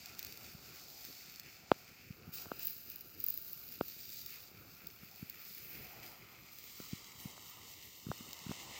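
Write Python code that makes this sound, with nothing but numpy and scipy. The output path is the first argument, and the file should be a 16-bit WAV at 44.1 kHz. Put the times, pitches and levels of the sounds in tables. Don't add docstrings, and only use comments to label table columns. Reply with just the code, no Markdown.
import sys
import numpy as np
from scipy import signal
from scipy.fft import rfft, irfft, next_fast_len
from scipy.io import wavfile
from scipy.ndimage import uniform_filter1d, map_coordinates

SR = 44100
rng = np.random.default_rng(int(sys.argv[2]) if len(sys.argv) > 2 else 0)


def wrap_up_sound(samples):
    columns = np.atleast_2d(samples).T
    tamed = np.clip(columns, -1, 1)
    steps = np.round(tamed * 32767).astype(np.int16)
    wavfile.write(sys.argv[1], SR, steps)


N = 387638

# t/s, thin fizz/dB, hiss/dB, breathy body/dB
STEAM_LEVELS = [(0.0, -62, -59.5, -63.5), (0.41, -62, -61, -62), (1.1, -56.5, -56.5, -68),
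                (1.66, -65, -62, -62), (2.23, -67.5, -69.5, -68.5), (2.55, -57.5, -62.5, -65),
                (2.74, -51, -60, -67), (3.16, -60.5, -66, -68), (3.4, -50, -60.5, -69),
                (3.77, -54, -61, -68), (4.13, -50.5, -54.5, -64.5), (4.31, -54.5, -57, -62),
                (4.53, -61.5, -65, -67), (5.53, -57, -63, -65), (5.65, -52.5, -61, -63),
                (5.92, -57.5, -61.5, -59.5), (6.34, -62.5, -66, -64), (6.83, -61.5, -58, -63),
                (7.98, -59.5, -59.5, -67.5), (8.79, -60, -52.5, -58)]
# f/Hz, relative density/dB
HISS_COLOUR = [(2900, -16.5), (3600, -7.5), (4850, 1), (5600, -5), (7200, -6.5), (8600, -16), (9900, -24.5),
               (11500, -22.5)]
# f/Hz, relative density/dB
BODY_COLOUR = [(1400, -10), (1800, -2.5), (2120, -3), (2500, -1), (2900, -3), (3200, -13.5), (4000, -52)]
# f/Hz, relative density/dB
SHRILL_COLOUR = [(9500, -45), (11000, -30), (13300, -14), (14000, -3), (15500, 0), (16500, 0)]


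def undb(db):
    return 10 ** (np.asarray(db) / 20)


def curves(table):
    s, *columns = np.transpose(table)
    t = np.arange(N) / SR
    return [np.interp(t, s, c) for c in columns]


def colour(x, shape):
    size = next_fast_len(N)
    hz, db = np.transpose(shape)
    bin_hz = np.arange(size // 2 + 1) * SR / size
    gain = undb(np.interp(np.log(bin_hz + 1), np.log(hz), db, left=-90, right=-90))
    gain /= np.sqrt(np.mean(gain ** 2))
    return irfft(rfft(x, size) * gain, size)[:N]


def walk(rate_hz):
    k = int(SR / rate_hz)
    held = np.repeat(rng.standard_normal(N // k + 1), k)
    return 1.98 * uniform_filter1d(uniform_filter1d(held, k), k)[:N]


def turned(x, away, facing):
    # t/s, share facing the pot (0-1)
    facing_share = [(0, 0), (1.5, 0.01), (6, 0.08), (7.3, 0.78), (8.79, 0.86)]
    share = np.clip(curves(facing_share)[0], 0, 1)
    return (1 - share) * colour(x, away) + share * colour(x, facing)


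def bounce(x, lid_db, stove_db):
    # t/s, lag/ms
    lid_lag = [(0, .85), (2.2, .85), (2.5, .775), (3.45, .772), (5.6, .865), (6.7, .92), (7.5, 1.01),
               (8.79, 1.06)]
    lid_ms = curves(lid_lag)[0] * (1 + .012 * walk(3))
    stove_ms = 1.32 * lid_ms
    lid_echo, stove_echo = [map_coordinates(x, [np.arange(N) - ms * SR / 1000], order=3)
                            for ms in (lid_ms, stove_ms)]
    lid, stove = undb(lid_db), undb(stove_db)
    return (x + lid * lid_echo + stove * stove_echo) / np.sqrt(1 + lid ** 2 + stove ** 2)


def flames():
    # t/s, low draught/dB, high draught/dB, flutter/dB
    fire_levels = [(0.0, -67, -70.5, -64), (0.51, -66.5, -69, -63), (1.32, -70.5, -74, -69),
                   (1.76, -67.5, -69, -68), (2.08, -74.5, -77.5, -63.5), (2.47, -66, -66.5, -63),
                   (2.76, -73.5, -75.5, -67.5), (3.45, -72.5, -74.5, -66.5), (4.04, -76.5, -77, -67.5),
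                   (4.58, -69.5, -71.5, -64), (5.56, -75.5, -73, -67), (5.75, -68.5, -71, -62),
                   (5.95, -61.5, -70.5, -63), (6.63, -75, -71.5, -69.5), (7.37, -66.5, -68, -63.5),
                   (8.01, -75, -74.5, -69), (8.3, -66.5, -65.5, -63), (8.79, -63, -67, -62.5)]
    # f/Hz, relative density/dB
    low_away = [(300, -11), (480, -3), (730, 6.5), (950, -7), (1200, -26.5)]
    low_facing = [(300, -8.5), (480, -1.5), (680, -2.5), (950, -4), (1200, -16)]
    # f/Hz, relative density/dB
    high_away = [(800, -30), (1050, 0.5), (1370, 13.5), (1700, 3.5), (2200, -25)]
    high_facing = [(750, -23), (1000, -1), (1250, 6), (1500, -4.5), (1900, -28)]
    # f/Hz, relative density/dB
    flutter_colour = [(20, -24), (40, -1.5), (96, 1.5), (147, -1), (250, -5), (380, -5), (600, -13.5)]

    low_db, high_db, flutter_db = curves(fire_levels)
    air = rng.standard_normal(N)
    low = undb(low_db + 1.2 * walk(16)) * turned(air, low_away, low_facing)
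    high = undb(high_db + 1.2 * walk(14)) * turned(air, high_away, high_facing)
    flutter = undb(flutter_db + 1.72 * walk(28)) * colour(rng.standard_normal(N), flutter_colour)
    return bounce(low + high, -8.5, -44) + flutter


def add_pop(out, s, db, hz, knock_db):
    firebox_hz = 141.7
    t = np.arange(-300, 1500) / SR
    after = np.maximum(t, 0)
    extra_hz = 1.06 * (hz - firebox_hz)
    settling_s = 0.00077 * (1 - np.exp(-after / 0.00064))
    cycles = firebox_hz * t + extra_hz * (np.minimum(t, 0) + settling_s)
    rise = np.exp(-(cycles / 0.44) ** 2)
    fall = np.exp(-(np.abs(cycles) / 0.56) ** 2.2 - 0.18 * hz * after)
    thud = np.where(t < 0, rise, fall) * np.cos(2 * np.pi * cycles + 0.13)
    knock = np.exp(-((t + 0.000305) / 0.0012) ** 2) * np.cos(2 * np.pi * 1350 * t)
    lead = t + 0.33 / hz
    crack = -np.exp(-(lead / 0.00019) ** 2) * np.cos(2 * np.pi * 2600 * lead)
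    crack_db = -5.5 + .3 * db + 0.24 * knock_db
    i = int(s * SR) - 310
    if i > 0 and i + len(t) < N:
        out[i:i + len(t)] += undb(db) * (thud + undb(knock_db - 10) * knock + undb(crack_db) * crack)


def pops():
    # t/s, level/dB, nominal pitch/Hz, knock setting/dB (10 above knock re thud)
    listed_pops = [(0.5513, -42, 137, -18), (1.0887, -51, 400, -15), (1.101, -52, 300, -20),
                   (1.108, -53, 380, -20), (1.7177, -8.5, 680, -9), (2.108, -35.5, 152, -28),
                   (2.28, -40.5, 186, -15), (2.2923, -41, 154, -10), (2.4585, -43, 805, 0),
                   (2.4672, -44.5, 375, -11), (2.5183, -27.5, 583, 4.5), (3.8116, -19.5, 520, -1),
                   (5.0348, -45.5, 181, 1), (5.2294, -34, 190, -13.5), (6.8027, -37.5, 350, -3.5),
                   (6.9338, -29, 194, -18), (7.2583, -33, 182, -18), (7.3796, -43.5, 1000, -16),
                   (8.0693, -33, 191, -12), (8.0891, -35.5, 270, -12), (8.1034, -30, 137, -29),
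                   (8.1167, -26.5, 790, -3), (8.2096, -39, 236, -5), (8.4674, -34.5, 186, -7),
                   (8.4957, -31.5, 204, -8), (8.512, -31, 258, -11), (8.517, -33, 860, -19)]
    out = np.zeros(N)
    for row in listed_pops:
        add_pop(out, *row)
    for when, size, pitch in rng.random((260, 3)):
        add_pop(out, when * N / SR, -63 + 10 * size ** 2, 110 * 4 ** pitch, -20)
    t = np.arange(4000) / SR
    yard = rng.standard_normal(len(t)) * np.exp(-t / 0.008) * np.clip(t / .004, 0, 1)
    return out + undb(-53) * signal.fftconvolve(out, yard)[:N]


def swells():
    # t/s, length/s, shrill fizz/dB, broad hiss/dB, whisper/dB
    steam_swells = [(0.16, 0.32, -68, -61, -74), (2.317, 0.152, -54, -53.5, -72),
                    (2.584, 0.13, -56.5, -56.5, -88), (3.173, 0.18, -52.5, -61, -92),
                    (5.443, 0.23, -65, -62, -76), (6.013, 0.17, -68, -62, -75),
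                    (6.502, 0.42, -59.5, -62, -84), (7.183, 0.1, -72, -63, -64.5)]
    open_s = .025
    t, out = np.arange(N) / SR, np.zeros((3, N))
    for s, length_s, *db in steam_swells:
        shape = np.clip((t - s) / open_s, 0, 1) * np.exp(-np.abs((t - s) / length_s) ** 4)
        out += np.outer(undb(db), shape) ** 2
    return out


def spits():
    # t/s (0.5 ms after the click), nominal level/dB
    listed_drops = [(0.0599, -41), (0.1933, -33), (0.2292, -38), (0.249, -36), (0.269, -43), (0.3252, -42),
                    (0.3749, -45), (1.0513, -41), (1.3605, -47), (1.3985, -39.5), (2.5948, -36),
                    (2.6312, -34), (2.6499, -32), (2.6553, -29), (2.6712, -24), (2.6814, -34),
                    (2.6991, -36), (2.7073, -34), (2.9013, -35), (2.9602, -35.5), (2.9847, -50),
                    (3.01, -38), (3.2035, -31), (3.2417, -24.5), (3.2654, -24.5), (3.2859, -24),
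                    (3.2921, -31.5), (3.3031, -26), (3.3059, -29), (3.325, -40), (3.3415, -31),
                    (3.3763, -29), (3.5324, -32), (3.8844, -38), (4.2629, -33), (4.3059, -42),
                    (4.8705, -34), (5.2991, -32.5), (5.4522, -43), (5.5495, -42), (6.5583, -55),
                    (6.5873, -41), (8.3322, -39.5)]
    max_small_per_s, small_over_fizz_db, small_scatter_db = 45, 7, 2.
    fray_sigma_ms = 1.52
    dull_offset_db, dull_per_shrill, dull_per_size = -1.5, -1.36, -0.39

    high, low = np.zeros(N), np.zeros(N)
    fizz_db, hiss_db, _ = curves(STEAM_LEVELS)
    fierce_db = 10 * np.log10(undb(2 * fizz_db) + swells()[0])
    when, keep, size = rng.random((800, 3)).T
    at = (300 + when * (N - 600)).astype(int)
    wanted_per_s = max_small_per_s * undb(2 * (fierce_db[at] - fierce_db.max()))
    kept = keep * len(at) * SR / N < wanted_per_s
    small_db = fierce_db[at] + small_over_fizz_db - small_scatter_db * np.log(1 - .9 * size)
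    rows = list(listed_drops) + list(zip(at[kept] / SR, small_db[kept]))

    t_ms = np.arange(-250, 251) / SR * 1000
    fray_shape = undb(-13) * np.exp(-.5 * (t_ms / fray_sigma_ms) ** 2)
    for s, db in rows:
        drop = (t_ms == 0) * undb(17) + rng.standard_normal(len(t_ms)) * fray_shape
        i = int((s - .0005) * SR)
        shrillness_db = fierce_db[i] - hiss_db[i]
        dull_db = dull_offset_db + dull_per_shrill * shrillness_db + dull_per_size * (db + 39.5)
        high[i - 250:i + 251] += undb(db) * drop
        low[i - 250:i + 251] += undb(db + dull_db) * drop
    shrill = bounce(colour(high, SHRILL_COLOUR), -0.83, -14)
    dull = colour(low, HISS_COLOUR) + undb(-12.5) * colour(low, BODY_COLOUR)
    return shrill + undb(-3.5) * bounce(dull, -31.5, -12.5)


def bursts(heights, sigma_ms):
    t_ms = np.arange(-200, 201) / SR * 1000
    return signal.fftconvolve(heights, np.exp(-.5 * (t_ms / sigma_ms) ** 2), "same")


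def sputter(rate_hz, spread_db, sigma_ms):
    starts = rng.random(N) < rate_hz / SR
    size = np.minimum(rng.exponential(size=N), 2.7)
    env = 1 + bursts(starts * undb(spread_db * size) / 2, sigma_ms)
    return env / np.sqrt(np.mean(env ** 2))


def steam():
    # f/Hz, relative density/dB
    fizz_colour = [(8500, -68), (10000, -29), (11500, -10.5), (13300, -2), (14300, -3), (14900, 3.5),
                   (15500, -2.5), (16500, -10.5)]
    whisper_colour = [(7000, -20), (8800, 1), (11200, -2), (13000, 6)]
    # f/Hz, relative density/dB
    hiss_facing = [(2600, 0), (3300, -2.5), (4900, -1), (7200, -0.5), (8600, -5.5), (10000, -20),
                   (11500, -22)]
    body_facing = [(1500, -55), (1800, -5.5), (2110, 3), (2420, 0), (2890, -7), (3400, -10), (4200, -16.5)]

    fizz_db, hiss_db, body_db = curves(STEAM_LEVELS)
    shrill_up, broad_up, whisper_up = swells()
    jet = rng.standard_normal(N) * sputter(rate_hz=120, spread_db=5.0, sigma_ms=0.22)
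    jet *= undb(0.71 * walk(22))

    fizz_gain = np.sqrt(undb(2 * fizz_db) + undb(3) * broad_up) * undb(0.68 * walk(35))
    shrill_gain = np.sqrt(shrill_up) * undb(2.0 * walk(90))
    hiss_gain = np.sqrt(undb(2 * hiss_db) + broad_up) * undb(0.33 * walk(18))
    body_gain = np.sqrt(undb(2 * body_db) + undb(-18) * broad_up) * undb(1.2 * walk(14))

    fizz = fizz_gain * colour(jet, fizz_colour)
    shrill = shrill_gain * colour(jet, SHRILL_COLOUR)
    hiss = hiss_gain * turned(jet, HISS_COLOUR, hiss_facing)
    body = body_gain * turned(jet, BODY_COLOUR, body_facing)
    whisper = np.sqrt(whisper_up) * colour(jet, whisper_colour)

    out = bounce(fizz, -15 + 3 * walk(5), -17 + 3 * walk(5))
    out += bounce(shrill, 8, -25)
    out += bounce(hiss, -45, -17 + 4 * walk(3))
    out += bounce(body, -8.5, -28.5)
    return out + whisper


def scene():
    mid = flames() + pops() + spits() + steam()
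    side_gain = undb(-35 + 9 * np.clip(walk(12), -3, 1.5))
    side = side_gain * (np.roll(mid, 37) - .6 * np.roll(mid, 41))
    return np.array([mid + side, mid - side])


def record(dry):
    top_hz = 15850
    low_cut = signal.butter(2, 60, "high", fs=SR, output="sos")
    top_cut = signal.ellip(10, .2, 60, top_hz, fs=SR, output="sos")
    return signal.sosfilt(top_cut, signal.sosfilt(low_cut, dry))


dry = scene()
out = record(dry)
wrap_up_sound(out)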